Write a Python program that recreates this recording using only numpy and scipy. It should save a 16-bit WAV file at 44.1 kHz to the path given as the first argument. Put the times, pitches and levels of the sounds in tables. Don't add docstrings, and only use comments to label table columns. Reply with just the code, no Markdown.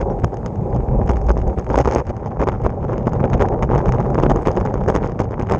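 import sys
import numpy as np
from scipy import signal
from scipy.fft import rfft, irfft, next_fast_len
from scipy.io import wavfile
from scipy.ndimage import map_coordinates

SR = 44100
rng = np.random.default_rng(int(sys.argv[2]) if len(sys.argv) > 2 else 0)


def invert_db(level):
    return 10 ** (np.asarray(level, dtype=float) / 20)


def generate_wav(signal):
    frames = np.transpose(np.atleast_2d(signal))
    scaled = np.clip(frames, -1, 1) * 32767
    pcm = np.round(scaled).astype(np.int16)
    wavfile.write(sys.argv[1], SR, pcm)


N = 246519

# centre_hz, width_hz, relative_db
FRAME_MODES = [(129, 110, -13.5), (190, 95, -7.5), (358, 96, -0.5), (537, 147, -0.5), (788, 66, 2),
               (955, 218, -7.5)]
# centre_hz, width_hz, relative_db
SHELL_MODES = [(1170, 435, 8.5), (2330, 920, -3.5), (2660, 160, -18.5), (3300, 3300, -23.5)]
# centre_hz, width_hz, relative_db
CAVITY_MODES = [(4220, 390, -6.5), (5070, 400, 1), (5690, 580, -0.5), (6490, 256, 4), (7050, 140, -1),
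                (7230, 590, -10)]


def unit(x):
    return x / np.sqrt(np.mean(x ** 2) + 1e-20)


def curves(rows):
    s, *columns = np.transpose(rows)
    return [np.interp(np.arange(N) / SR, s, column) for column in columns]


def wobble(rate):
    knots = rng.standard_normal(int(N * rate / SR) + 4)
    return map_coordinates(knots, [np.arange(N) * rate / SR])


def louder(a_db, b_db):
    return 10 * np.log10(invert_db(a_db) ** 2 + invert_db(b_db) ** 2)


def swells(start, length, db, rise, fall):
    t = np.arange(0, N, 32) / SR
    before = np.clip(start[:, None] - t, 0, None)
    after = np.clip(t - (start + length)[:, None], 0, None)
    gate = np.exp(-before / rise - after / fall)
    level_db = 10 * np.log10(invert_db(db) ** 2 @ gate ** 2 + 1e-12)
    return np.interp(np.arange(N) / SR, t, level_db)


def filtered(x, response):
    m = next_fast_len(N + SR // 2)
    return irfft(rfft(x, m) * response(np.fft.rfftfreq(m, 1 / SR)), m)[:N]


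def coloured(spectrum):
    f, db = np.transpose(spectrum)

    def tint(hz):
        return invert_db(np.interp(np.log(hz + 1), np.log(f), db))

    return unit(filtered(rng.standard_normal(N), tint))


def contacts(times, db, rough, life):
    k = np.arange(256)
    scrape = rough * rng.standard_normal((len(times), len(k))) * np.exp(-k / (life * SR))
    shape = (k == 0) + scrape
    shape = shape / np.linalg.norm(shape, axis=1, keepdims=True)
    shape = shape * np.sqrt(1 + rough ** 2 * life * SR / 2)
    where = (np.round(times * SR).astype(int)[:, None] + k).ravel()
    return np.bincount(where, -(invert_db(db)[:, None] * shape).ravel(), N + SR)[:N]


def ringing(force, modes, low_hz, high_hz):
    band = signal.butter(2, [low_hz, high_hz], "bandpass", fs=SR)

    def body(hz):
        total = 0
        for k, (centre, width, db) in enumerate(modes):
            sign = (-1) ** k
            damping = 1j * hz * width
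            total = total + sign * invert_db(db) * damping / (centre ** 2 - hz ** 2 + damping)
        return total * signal.freqz(*band, hz, fs=SR)[1]

    blow = irfft(body(np.fft.rfftfreq(8192, 1 / SR)))
    return filtered(force, body) / np.abs(blow).max()


def push(force, low_hz, high_hz):
    def soft(hz):
        return 1j * hz / (low_hz + 1j * hz) / (1 + 1j * hz / high_hz) ** 6

    blow = filtered(np.arange(N) == 0, soft)
    return filtered(force, soft) / np.abs(blow).max()


def thumps(rows, rise, fall, waver):
    start, length, db, hz = np.transpose(rows)
    pitch = np.interp(np.arange(N) / SR, start + length / 2, hz) * (1 + waver * wobble(25))
    swing = np.sin(2 * np.pi * np.cumsum(pitch) / SR)
    return np.sqrt(2) * invert_db(swells(start, length, db, rise, fall)) * swing


def lulls():
    # centre_s, half_length_s, depth_db (a negative depth lifts the level)
    dips = [(0.296, 0.077, 3), (0.847, 0.0093, 0), (1.556, 0.014, 8), (1.639, 0.03, 7.5),
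            (1.831, 0.0085, 11), (2.044, 0.018, 7.5), (2.113, 0.023, 6), (3.39, 0.015, -1),
            (3.673, .015, 0.5), (4.44, 0.027, 6.5), (5.182, 0.018, 0), (5.455, 0.011, 5)]
    t = np.arange(N) / SR
    return -sum(depth * np.exp(-((t - s) / half) ** 2) for s, half, depth in dips)


def bird():
    # time_s, pitch_hz, level_db
    chirps = [
        [(0.098, 5886, -77), (0.106, 5862, -60), (0.118, 5420, -63), (0.13, 5879, -75)],
        [(0.701, 4950, -76), (0.708, 4900, -64), (0.715, 4850, -76)],
    ]
    t, song = np.arange(N) / SR, np.zeros(N)
    for chirp in chirps:
        hz, db = curves(chirp)
        sounding = (t > chirp[0][0]) & (t < chirp[-1][0])
        song += np.sqrt(2) * invert_db(db) * sounding * np.sin(2 * np.pi * np.cumsum(hz) / SR)
    return song


def air():
    # time_s, level_db
    hiss_level = [(0.0, -70), (0.46, -68.5), (1.65, -69.5), (1.81, -64), (1.88, -71), (2.08, -77),
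                  (2.93, -75.5), (3.32, -86), (3.54, -74), (4.44, -67), (4.67, -70.5), (5.08, -77),
                  (5.24, -77), (5.33, -85), (5.5, -70)]
    # frequency_hz, relative_db (per Hz)
    hiss_spectrum = [(1200, -35.5), (2400, -14), (3000, -6.5), (4100, -7.5), (5100, -8.5), (6000, -12),
                     (6450, -1), (7000, -9.5), (8600, -15), (11200, -28.5), (19000, -120)]
    hiss_db, = curves(hiss_level)
    return invert_db(hiss_db + 1.0 * wobble(5.1)) * coloured(hiss_spectrum)


def wind(buffet_db):
    # frequency_hz, relative_db (per Hz)
    buffet_spectrum = [(10, -39), (20, -21), (30, -5.5), (42, 0), (58, 0.5), (85, -10.5), (130, -19.5),
                       (300, -42.5), (1000, -120)]
    return invert_db(buffet_db) * unit(invert_db(0.39 * wobble(11.0)) * coloured(buffet_spectrum))


def tread():
    # time_s, level_db
    tread_level = [(0.0, -64.5), (0.7, -60), (1.62, -58.5), (1.75, -60), (1.91, -57), (2.08, -67),
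                   (2.92, -66.5), (3.34, -57), (3.7, -66), (3.84, -60.5), (4.68, -63.5), (4.89, -65),
                   (5.35, -68), (5.58, -59)]
    # frequency_hz, relative_db (per Hz)
    tread_spectrum = [(700, -50), (1050, 6.5), (1300, 2.5), (1800, -1.5), (2300, 0), (2650, -5.5),
                      (2900, -16.5), (3600, -32), (4500, -40.5), (6000, -120)]
    hiss_db, = curves(tread_level)
    rough_db = 1.8 * wobble(11.0) + 1.4 * wobble(30) + 2.2 * wobble(130)
    return invert_db(hiss_db + lulls() + rough_db) * coloured(tread_spectrum)


def road(shake_db, hum_db):
    # frequency_hz, relative_db (per Hz)
    fork_spectrum = [(40, -44), (80, -3), (105, 2.5), (145, -2), (210, -4.5), (280, -13.5), (1000, -120)]
    shake = unit(invert_db(0.59 * wobble(13)) * coloured(fork_spectrum))
    jolts = invert_db(0.42 * wobble(10) + 2.4 * wobble(70)) * rng.standard_normal(N)
    jolts = filtered(jolts, lambda hz: 1 / (1 + (hz / 900) ** 3))
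    hum = unit(ringing(jolts, FRAME_MODES, low_hz=224, high_hz=1660))
    return invert_db(shake_db - 0.42) * shake + invert_db(hum_db - 1.64) * hum


def hops():
    # start_s, length_s, level_db, pitch_hz (before its waver)
    hop_rows = [(0.004, 0.028, -18.5, 64), (0.238, 0.032, -24.5, 65.5), (0.79, 0.048, -24, 60.6),
                (0.857, 0.058, -26.5, 58.4), (1.103, 0.1, -21, 60.8), (1.265, 0.049, -15.5, 58.4),
                (1.347, 0.078, -21, 61.3), (1.47, 0.072, -22.5, 62.3), (1.75, 0.061, -18.5, 63.5),
                (1.854, 0.038, -17.5, 63), (1.959, 0.046, -19.5, 61), (2.399, 0.034, -20, 61.9),
                (3.332, 0.032, -23.5, 64.3), (3.373, 0.056, -24.5, 64), (3.633, 0.028, -19.5, 61.5),
                (3.765, 0.033, -30.5, 64.2), (3.865, 0.034, -23, 65.8), (4.297, 0.03, -23, 67.7),
                (4.944, 0.034, -23, 61.3)]
    return thumps(hop_rows, rise=0.0067, fall=0.0061, waver=0.076)


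def flexes():
    # start_s, length_s, level_db, pitch_hz (before its waver)
    flex_rows = [(0.749, 0.035, -22, 128), (0.91, 0.029, -22.5, 137), (1.794, 0.026, -21, 136),
                 (2.473, 0.027, -20.5, 130.5), (3.07, 0.029, -22, 129), (3.204, 0.061, -22.5, 138),
                 (3.324, 0.052, -25.5, 124.8), (3.628, 0.044, -23, 132.5), (3.728, 0.099, -22.5, 137.6),
                 (3.838, 0.052, -26.5, 132.8), (3.931, 0.032, -18.5, 133), (4.06, 0.078, -26.5, 138.7),
                 (4.174, 0.026, -30.5, 136.8), (4.223, 0.053, -25, 142), (4.286, 0.074, -21.5, 135.2),
                 (4.46, 0.037, -28, 132.9), (4.743, 0.034, -30, 134.4), (4.797, 0.029, -24, 132.4)]
    return thumps(flex_rows, rise=0.0069, fall=0.011, waver=0.07)


def chatter(clack_db, tick_db, grit_db, count=8000):
    chance = rng.random((count, 3))
    s = chance[:, 0] * N / SR
    size_db = -2.8 * np.log(chance[:, 1] + 0.003)
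    clack = ringing(contacts(s, size_db, rough=0.71, life=0.00082), SHELL_MODES, low_hz=1280, high_hz=3830)
    clack = filtered(clack, lambda hz: 1 / (1 + (hz / 2750) ** 8))
    tick_size_db = size_db + 9 * chance[:, 2]
    tick = ringing(contacts(s, tick_size_db, rough=0.5, life=0.0016), CAVITY_MODES, low_hz=4200, high_hz=8000)
    grit_size_db = 2.0 * size_db + 6 * chance[:, 2]
    grit = ringing(contacts(s, grit_size_db, rough=0.28, life=0.00041), SHELL_MODES, low_hz=2630, high_hz=5200)
    return invert_db(grit_db) * unit(grit) + invert_db(clack_db - 11.0) * unit(clack) + invert_db(tick_db - 6.0) * unit(tick)


def light_knocks(rattle_db):
    every_s = 0.009
    over_rattle_db, spread_db, loudest_db = [12.5, -14.5, -34], [3, 1.5, 1], [-12, -38, -48]
    shared_spread_db = 2
    chance = rng.standard_normal((int(N / SR / every_s) - 1, 5))
    s = (np.arange(len(chance)) + 1 + np.clip(0.4 * chance[:, 0], -1, 1)) * every_s
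    db = rattle_db[(s * SR).astype(int), None] + over_rattle_db
    db = db + spread_db * chance[:, 1:4] + shared_spread_db * chance[:, 4:]
    return np.column_stack([s, np.minimum(db, loudest_db)])


def knocks(light):
    # time_s, thud_db, clack_db, tick_db
    clear = [(0.0099, -12, -30, -40), (0.014, -16, -22, -37), (0.101, -12.5, -39, -55),
             (0.19, -33, -34, -54.0), (0.1985, -30, -33, -49), (0.221, -33, -36, -62.0),
             (0.2347, -28, -31, -43.5), (0.2385, -24, -37, -51), (0.2441, -5.5, -13, -26),
             (0.2777, -23, -40, -58), (0.3223, -20, -46, -56.5), (0.332, -13, -31.5, -54),
             (0.3423, -17, -41, -41), (0.37, -32, -31.5, -43), (0.4305, -21, -35, -58),
             (0.4608, -22, -24, -31), (0.467, -25, -37, -40), (0.481, -24, -37, -51),
             (0.557, -29, -35.5, -47.0), (0.727, -18, -38, -60), (2.6433, -26, -34, -52),
             (5.583, -18.5, -32, -43), (2.6005, -19, -38, -60), (0.7466, -13, -33, -47),
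             (0.7618, -10.5, -24.5, -41), (0.77, -14.5, -41, -55), (0.8046, -19.5, -31, -57.5),
             (0.8861, -21, -29.5, -63), (0.9142, -19.5, -39.5, -63), (1.015, -12.5, -32.5, -58),
             (1.0323, -15, -35, -50.5), (1.062, -28, -38, -48.5), (1.0783, -27, -26.5, -39),
             (1.0964, -10, -19, -35), (1.1066, -6, -36.5, -38.5), (1.114, -34, -26, -38),
             (1.1342, -23, -26.5, -47.5), (1.159, -25, -32.5, -43), (1.169, -16, -26, -36.5),
             (1.2147, -21, -31.5, -40.5), (1.2674, -18, -42, -40), (1.286, -31, -32, -41),
             (1.2932, -14, -21.5, -29.5), (1.3036, -0.5, -17, -39), (1.3144, -12, -35, -32.5),
             (1.3567, -18, -37, -62), (1.3688, -8.5, -34, -52.5), (1.3757, -22, -27, -39.0),
             (1.382, -19, -38, -55), (1.3895, -19, -33, -43), (1.401, -25, -33, -47),
             (1.4161, -27, -28.5, -46), (1.47, -22, -32.5, -58.0), (1.4775, -19, -35, -41),
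             (1.497, -27, -29, -54), (1.502, -26, -35, -54), (1.577, -33, -28.5, -49.5),
             (1.5861, -10, -22.5, -41), (1.594, -28, -38, -38), (1.5969, -24, -35, -41),
             (1.6108, -21, -35, -51), (1.6243, -28, -35, -61), (1.644, -27, -33, -40.5),
             (1.6659, -20, -26.5, -54), (1.6916, -13, -31, -41), (1.7043, -13.5, -28, -39),
             (1.7157, -12, -30, -48), (1.7343, -20, -32, -41), (1.7425, 1.5, -22, -41.5),
             (1.7567, -7.5, -15.0, -30), (1.7779, 3.5, -20, -30.5), (1.7875, -7.5, -12.5, -25.5),
             (1.803, -4.5, -25, -30), (1.8095, -16.5, -27, -32.5), (1.813, -8.5, -20.5, -33.5),
             (1.848, -12, -21, -36.5), (1.856, -5, -17.5, -33), (1.8746, 1.5, -19.5, -31),
             (1.887, -10, -19, -39), (1.8973, -19, -27, -42.5), (1.9117, -18, -18, -31),
             (1.9218, -8.5, -19, -32.5), (1.9337, -18, -23, -30), (1.9485, -4, -23, -24),
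             (1.964, -19, -19, -43.0), (1.9729, -21, -22, -39), (1.983, -6, -17.5, -34),
             (1.99, -22, -25, -39), (1.997, -22, -24, -42), (2.0032, -11, -25, -41.5),
             (2.0135, -13.5, -28.0, -57), (2.0522, -31, -38, -55), (2.068, -29, -30, -39),
             (2.0749, -19, -35, -48), (2.0939, -28, -27, -40), (2.099, -14, -25, -41.5),
             (2.166, -21.5, -30.5, -44), (2.2328, -20, -41, -69), (2.249, -19, -35, -60.5),
             (2.2598, -22.5, -38, -43.5), (2.2685, -21, -34, -47), (2.307, -25, -35, -59.5),
             (2.32, -18.5, -34, -62), (2.3705, -14, -38, -64), (2.4056, -10.5, -21, -51),
             (2.416, -10.5, -17, -38), (2.4256, -3, -23, -40), (2.4339, -7, -18, -44),
             (2.4382, -19, -27, -38.0), (2.471, -5, -25, -41), (2.4758, -7, -17.5, -41),
             (2.4869, -2, -13, -32.5), (2.496, -12.5, -20, -49), (2.519, -16, -38, -53),
             (2.527, -16, -29.5, -51), (2.5402, -18, -40, -63), (2.5497, -15, -37, -61),
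             (2.617, -11.5, -34, -45.5), (2.6369, -29, -32, -47), (2.6498, -9.5, -36, -50.5),
             (2.657, -18, -24, -52), (2.6637, -1.5, -19, -42), (2.67, -27, -35, -44),
             (2.694, -19, -28, -56.0), (2.7032, -16, -36, -48), (2.7237, -17, -37, -62),
             (2.829, -12.5, -30, -56), (2.849, -12, -32, -50), (2.883, -28, -33, -63),
             (2.8953, -14, -36, -59), (2.9037, -22, -36.0, -58), (2.921, -13, -31, -57),
             (2.9307, -9.5, -27.5, -42.5), (2.9364, -17.5, -25.5, -53), (2.9575, -34, -33, -59),
             (2.972, -32, -33, -61), (2.98, -12, -26, -38), (2.997, -29, -37, -54), (3.07, -5, -19, -32.5),
             (3.0752, -13.5, -24, -52), (3.092, -20, -45, -44), (3.1212, -20, -31, -52),
             (3.1331, -11.5, -26.5, -37.5), (3.1518, -15, -27, -53), (3.1649, -21, -33, -59),
             (3.1965, -10.5, -30, -58), (3.2031, -13, -23.5, -44.5), (3.2292, -12, -30, -60),
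             (3.2404, -3.5, -16, -43), (3.246, -6.5, -27, -51), (3.2533, -8.5, -24, -44),
             (3.277, -28, -31, -61.5), (3.3, -14, -27.5, -39), (3.3235, -12.5, -34.5, -53),
             (3.333, -20, -15.5, -36), (3.3388, -4.5, -15.5, -34.5), (3.344, -7.5, -22, -45),
             (3.3778, -23, -30, -48), (3.3955, -13, -21, -44), (3.4044, -6, -29, -44),
             (3.4098, -11, -15.5, -50), (3.414, -12, -16, -36.5), (3.422, -5, -10, -29.5),
             (3.429, -10, -29, -38.5), (3.454, -8, -28, -52.5), (3.4629, -17, -33, -56),
             (3.4858, -14, -23, -36), (3.521, -32, -34.5, -62), (3.5254, -8, -34, -61),
             (3.5375, -8.5, -28, -55), (3.5787, -16, -37, -61.5), (3.5914, -13.5, -31.5, -60.0),
             (3.6249, -5, -15, -33), (3.6303, -10, -14, -35), (3.6372, -6, -22, -41),
             (3.649, -13, -30.5, -45.5), (3.6915, -10, -39, -59), (3.701, -7, -26, -50),
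             (3.7113, -12, -21, -45), (3.717, -6.5, -32, -50), (3.722, -17, -27, -50),
             (3.7332, -7, -27, -50), (3.7416, -4.5, -35, -53), (3.7496, -5, -17, -37),
             (3.758, -2, -25.5, -42.5), (3.7625, -12, -22, -51), (3.7793, -4, -21, -31.5),
             (3.7852, -8, -23, -46.5), (3.7907, -17, -22.5, -41.5), (3.804, -10, -31, -54),
             (3.814, -17, -28, -51.5), (3.8577, -9.5, -19, -38), (3.868, -11, -35, -44.0),
             (3.872, -15, -40, -52), (3.883, -19, -21, -39.5), (3.8911, 0, -16.5, -36.5),
             (3.922, -21, -17, -30.5), (3.9374, -9, -25, -57), (3.9455, -9.5, -32, -42),
             (3.959, -12, -33, -55), (3.965, -20, -32, -57), (3.984, -12, -22, -56),
             (3.9978, -11, -30, -53), (4.0028, -9, -21.5, -39.5), (4.0107, -7, -22.5, -45),
             (4.0273, -19, -30.0, -56.5), (4.047, -10, -31, -58), (4.0562, -14, -27, -65),
             (4.0624, -10.5, -31, -50), (4.0814, -17, -33.5, -58), (4.1024, -14, -27, -42.5),
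             (4.145, -14, -22.5, -33.5), (4.1545, -3.5, -22, -53.0), (4.1676, -23, -38, -56),
             (4.1801, -6.5, -18, -41), (4.1866, -2.5, -19, -37.5), (4.1996, -4, -24, -35),
             (4.229, -6, -29, -33), (4.235, 1, -13, -30.5), (4.259, -10.5, -26, -44),
             (4.264, 1.5, -28.5, -42), (4.3017, -24, -24, -42), (4.3079, -6, -22, -44),
             (4.3159, -1, -19.5, -31.5), (4.36, -5.5, -31, -33), (4.3731, -12, -25, -52),
             (4.3907, -15.5, -33, -59), (4.4217, -31, -31.5, -46), (4.43, -15, -31, -46),
             (4.4538, -19, -21, -44), (4.4624, -8, -16, -38), (4.4713, 3, -9, -25), (4.483, 1, -14.5, -33),
             (4.4902, -10, -20, -43), (4.5098, -14, -35, -48), (4.515, -15, -26, -34),
             (4.553, -20, -34, -45), (4.5652, -13, -25.5, -36), (4.5718, -5.5, -14.5, -36.5),
             (4.578, -13, -26.5, -44), (4.583, -11, -26, -54.0), (4.602, -20.5, -28.5, -41),
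             (4.6109, -8, -19.5, -39.5), (4.652, -9, -30.5, -36), (4.6566, -9, -30, -54),
             (4.6618, -21, -20, -38), (4.6732, -15, -23.5, -57), (4.687, -17, -36, -56),
             (4.71, -16, -37, -58), (4.7405, -8.5, -21.5, -34), (4.7785, -16, -39, -53),
             (4.8124, -10.5, -32, -61), (4.8372, -22.5, -29, -47.0), (4.8619, -13, -36, -50),
             (4.882, -14, -25, -34), (4.8863, -9, -16, -32), (4.9, -3, -15, -29.5), (4.9068, -17, -33, -46),
             (4.914, -24, -32, -44.0), (4.9235, -11, -30, -52), (4.934, -23, -36, -50),
             (4.9425, -22, -28, -44), (4.9516, -5.5, -14, -28.5), (4.9616, -3.5, -12, -24),
             (4.972, -21, -19.5, -41.5), (4.9857, -12, -34, -53.5), (4.9992, -24, -36, -60),
             (5.0111, -13, -33.0, -53), (5.0207, -16, -35, -50), (5.0367, -14, -21, -45.5),
             (5.044, -7.5, -24, -47.5), (5.0487, -14, -27.5, -41), (5.0543, -19, -28.5, -44),
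             (5.0595, -18, -33, -43.0), (5.0673, -17.5, -27, -43), (5.074, -30, -35, -40),
             (5.096, -25, -35, -48), (5.119, -19, -27, -46), (5.157, -16, -37, -65), (5.191, -15, -20, -39),
             (5.1944, -14, -26, -36.5), (5.2045, -23, -25, -30), (5.2168, -15, -23, -35.5),
             (5.235, -32, -36.5, -44), (5.2428, -22, -33, -40.5), (5.254, -20, -29, -59),
             (5.2898, -30, -39, -63), (5.3088, -12.5, -32, -45), (5.319, -16.5, -32, -48),
             (5.341, -17.5, -26, -56), (5.3792, -14, -39, -59.5), (5.3962, -11, -21.5, -38.5),
             (5.413, -25, -23, -50), (5.423, -15.5, -32, -39), (5.463, -27, -35, -60.5),
             (5.47, -17, -28, -47), (5.489, -35, -24, -50), (5.4975, -17, -18.5, -32.5),
             (5.5124, -7, -16, -31), (5.5209, -2, -12, -24), (5.5362, -8.5, -16.5, -35.5),
             (5.5474, -3.5, -18, -34.5), (5.56, -27, -23.5, -41), (1.074, -26, -32, -44),
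             (1.0922, -6.5, -18, -32), (4.2251, -5, -20.5, -40), (4.8791, -3.5, -21, -43),
             (1.82, -16, -30, -42), (4.9462, -16, -26, -40), (2.0835, -31, -43, -51),
             (2.104, -20, -31, -45), (2.2743, -17.5, -40, -53), (2.282, -29, -50, -48),
             (2.398, -16, -26, -45), (4.3052, -6.5, -22, -35.5), (4.3235, -19, -30, -50),
             (4.4585, -6, -19, -40.5), (4.4763, -14, -25.5, -39), (1.7075, -15, -33, -46.5),
             (1.7607, -17, -31, -38), (1.8608, -18, -26.5, -39), (1.8787, -6.5, -22.5, -37.5),
             (1.924, -15, -23, -35), (1.938, -19, -28, -34), (1.309, -9, -33, -52), (1.7012, -6, -19, -46),
             (1.729, -21, -33, -39), (1.7732, -5, -19, -34.5), (1.826, -19, -43, -46),
             (1.842, -20, -35, -47), (1.9601, -0.5, -23, -43), (2.842, -15, -32, -50),
             (3.0788, -3, -24.5, -43), (4.2976, -4.5, -21, -28.5), (4.894, -14, -24, -39),
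             (5.2007, -2, -18.5, -43)]
    # time_s, strength_db
    hard_edges = [(0.1985, -53), (4.838, -57), (1.0625, -53), (1.5855, -48), (0.2438, -47.5),
                  (0.4599, -59.5), (1.1134, -47.5), (1.2925, -58), (1.7554, -45.5), (1.7838, -39),
                  (1.8557, -50.5), (1.949, -42.5), (2.6429, -50), (3.4216, -57), (3.8916, -47),
                  (4.2966, -58), (4.4214, -51.5), (4.4692, -41.5), (4.8808, -53.5), (4.8938, -43),
                  (4.9013, -43), (4.9417, -53), (4.9586, -43), (5.2041, -43.5), (5.3986, -53),
                  (5.4979, -46.5), (5.5189, -39.5)]
    # centre_hz, width_hz, relative_db
    scrape_modes = [(2960, 600, 1), (3680, 890, -5), (4580, 620, -7)]
    # centre_hz, width_hz, relative_db
    snap_modes = [(7900, 760, 10), (11000, 2700, -22.5)]
    s, thud_db, clack_db, tick_db = np.transpose(np.vstack([light, clear]))
    shove = push(contacts(s, thud_db - 2.0, rough=0.13, life=0.0015), low_hz=97, high_hz=1430)
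    thud_force = contacts(s, thud_db - 14.5, rough=0.12, life=0.0033)
    thud = ringing(thud_force, FRAME_MODES, low_hz=91.5, high_hz=1250)
    clack = ringing(contacts(s, clack_db, rough=0.045, life=0.003), SHELL_MODES, low_hz=810, high_hz=3400)
    tick = ringing(contacts(s, tick_db, rough=0.13, life=0.0016), CAVITY_MODES, low_hz=4180, high_hz=9160)
    scrape_db = (clack_db + tick_db) / 2 - 14 + 2.0 * rng.standard_normal(len(s))
    scrape_force = contacts(s, scrape_db, rough=0.22, life=0.0022)
    scrape = ringing(scrape_force, scrape_modes, low_hz=2520, high_hz=4900)
    edge_db = tick_db - 31 + 4 * rng.standard_normal(len(s))
    edge_s, edge_db = np.transpose(np.vstack([np.column_stack([s, edge_db]), hard_edges]))
    snap_force = contacts(edge_s, edge_db, rough=0.24, life=0.00048)
    snap = ringing(snap_force, snap_modes, low_hz=7000, high_hz=11900)
    ringing_parts = filtered(clack + scrape + tick, lambda hz: 1 / np.sqrt(1 + (hz / 8100) ** 20))
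    return shove + thud + ringing_parts + snap


def port(x):
    notch_hz, width_hz, left = 4200, 540, 0.52

    def notch(hz):
        off_centre = notch_hz ** 2 - hz ** 2
        damping = 1j * hz * width_hz
        return (off_centre + damping * left) / (off_centre + damping)

    return filtered(x, notch)


def scene():
    # time_s, buffet_db, fork_shake_db, road_hum_db, clack_db, tick_db
    ride = [(0.0, -26.5, -27, -23, -55, -70), (0.43, -30, -25.5, -27.5, -53, -73),
            (0.65, -31.5, -22, -26, -56, -75), (1.01, -20.5, -34.5, -23, -54.5, -65.5),
            (1.31, -21.5, -26.5, -25.5, -55, -60.5), (1.6, -23.5, -22.5, -24.5, -51, -73),
            (1.88, -27, -33, -28, -47, -53), (2.1, -31.5, -30, -30, -48.5, -66.5),
            (2.94, -29.5, -23, -27, -50, -68.5), (3.35, -30, -23, -21.5, -46.5, -62.5),
            (3.66, -29.5, -22.5, -24, -51, -66), (3.85, -28, -24, -22, -45, -60),
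            (4.19, -23.5, -18.5, -23, -47.5, -63.5), (4.42, -25, -23.5, -22.5, -42.5, -59.5),
            (4.69, -44.5, -24, -25, -46.5, -65), (5.04, -33, -27, -32, -43, -64.5),
            (5.29, -29, -27, -30.5, -52, -68.5), (5.59, -30.5, -24.5, -26, -45.5, -67.5)]
    # start_s, length_s, rattle_db, heave_db
    bumps = [(0.0, 0.026, -20.5, -12.5), (0.095, 0.039, -35, -19), (0.236, 0.016, -30, -6),
             (0.32, 0.027, -45, -40), (0.45, 0.03, -35, -19), (0.73, 0.05, -39, -14),
             (0.882, 0.11, -52, -11), (1.008, 0.013, -35, -7.5), (1.051, 0.063, -49, -11.5),
             (1.095, 0.034, -39, -17), (1.144, 0.043, -35, -20), (1.282, 0.025, -20, -23),
             (1.355, 0.085, -43, -28), (1.463, 0.026, -44, -16), (1.577, 0.022, -28, -18),
             (1.703, 0.02, -27, -24), (1.734, 0.023, -23, -25), (1.773, 0.035, -10.5, -11.5),
             (1.862, 0.027, -29, -20), (1.905, 0.095, -23.5, -17), (2.075, 0.037, -28.5, -15),
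             (2.255, 0.026, -34.5, -22), (2.393, 0.04, -19, -13.5), (2.475, 0.026, -27, -12.5),
             (2.514, 0.042, -30, -23), (2.641, 0.025, -22.5, -9), (2.817, 0.04, -38, -14),
             (2.881, 0.066, -29, -23), (2.957, 0.06, -36.5, -35), (3.057, 0.017, -25.5, -14),
             (3.123, 0.047, -32.5, -16), (3.202, 0.011, -27.5, -22), (3.235, 0.024, -29.5, -16),
             (3.323, 0.03, -23, -8.5), (3.401, 0.027, -15, -7), (3.438, 0.024, -26, -18),
             (3.464, 0.026, -35, -30), (3.518, 0.027, -32, -19), (3.573, 0.033, -45, -21),
             (3.622, 0.018, -23, -15), (3.716, 0.021, -25, -7.5), (3.765, 0.043, -26.5, -16),
             (3.879, 0.017, -23.5, -7), (3.93, 0.017, -28, -29), (3.986, 0.013, -46, -25),
             (4.032, 0.037, -36.5, -16), (4.189, 0.034, -25, -19), (4.227, 0.025, -22.5, -24),
             (4.293, 0.024, -17, -14), (4.358, 0.037, -27, -14), (4.454, 0.037, -27, -14),
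             (4.49, 0.016, -32.5, -18), (4.57, 0.016, -22, -16), (4.599, 0.017, -31, -11),
             (4.651, 0.035, -35, -20), (4.686, 0.026, -31, -19), (4.736, 0.023, -36, -31),
             (4.753, 0.027, -29.5, -16), (4.807, 0.028, -34, -18), (4.878, 0.025, -15, -9),
             (4.941, 0.036, -22, -14), (5.02, 0.053, -28, -18), (5.08, 0.039, -33, -38),
             (5.201, 0.02, -20.5, -8.5), (5.234, 0.029, -37, -27), (5.319, 0.015, -27.5, -22),
             (5.392, 0.04, -26, -16.5), (5.494, 0.063, -21, -15.5)]
    buffet_db, shake_db, hum_db, clack_db, tick_db = np.array(curves(ride)) + lulls()
    start, length, rattle, heave = np.transpose(bumps)
    rattle_db = swells(start, length, rattle, rise=0.00048, fall=0.0041)
    heave_db = swells(start, length, heave, rise=0.0072, fall=0.0074)

    buffeting = wind(louder(buffet_db, heave_db - 10))
    rolling = road(louder(shake_db, heave_db - 9), louder(hum_db, rattle_db - 2))
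    loose = chatter(louder(clack_db, rattle_db - 12.5), louder(tick_db, rattle_db - 33.5),
                    louder(clack_db - 23, rattle_db - 31.5))
    light = light_knocks(louder(rattle_db, clack_db + 11))

    mix = bird() + air() + buffeting + tread() + rolling + hops() + flexes() + loose + knocks(light)
    return port(mix)[None]


def roll_off(x):
    return signal.sosfilt(signal.butter(12, 13500, fs=SR, output="sos"), x)


def record(dry):
    top, hardness = 0.9, 4.5
    fade_in = np.minimum(np.arange(N) / (0.002 * SR), 1)
    faded = dry * fade_in
    rounded = faded / (1 + np.abs(faded / top) ** hardness) ** (1 / hardness)
    return roll_off(rounded)


dry = scene()
out = record(dry)
generate_wav(out)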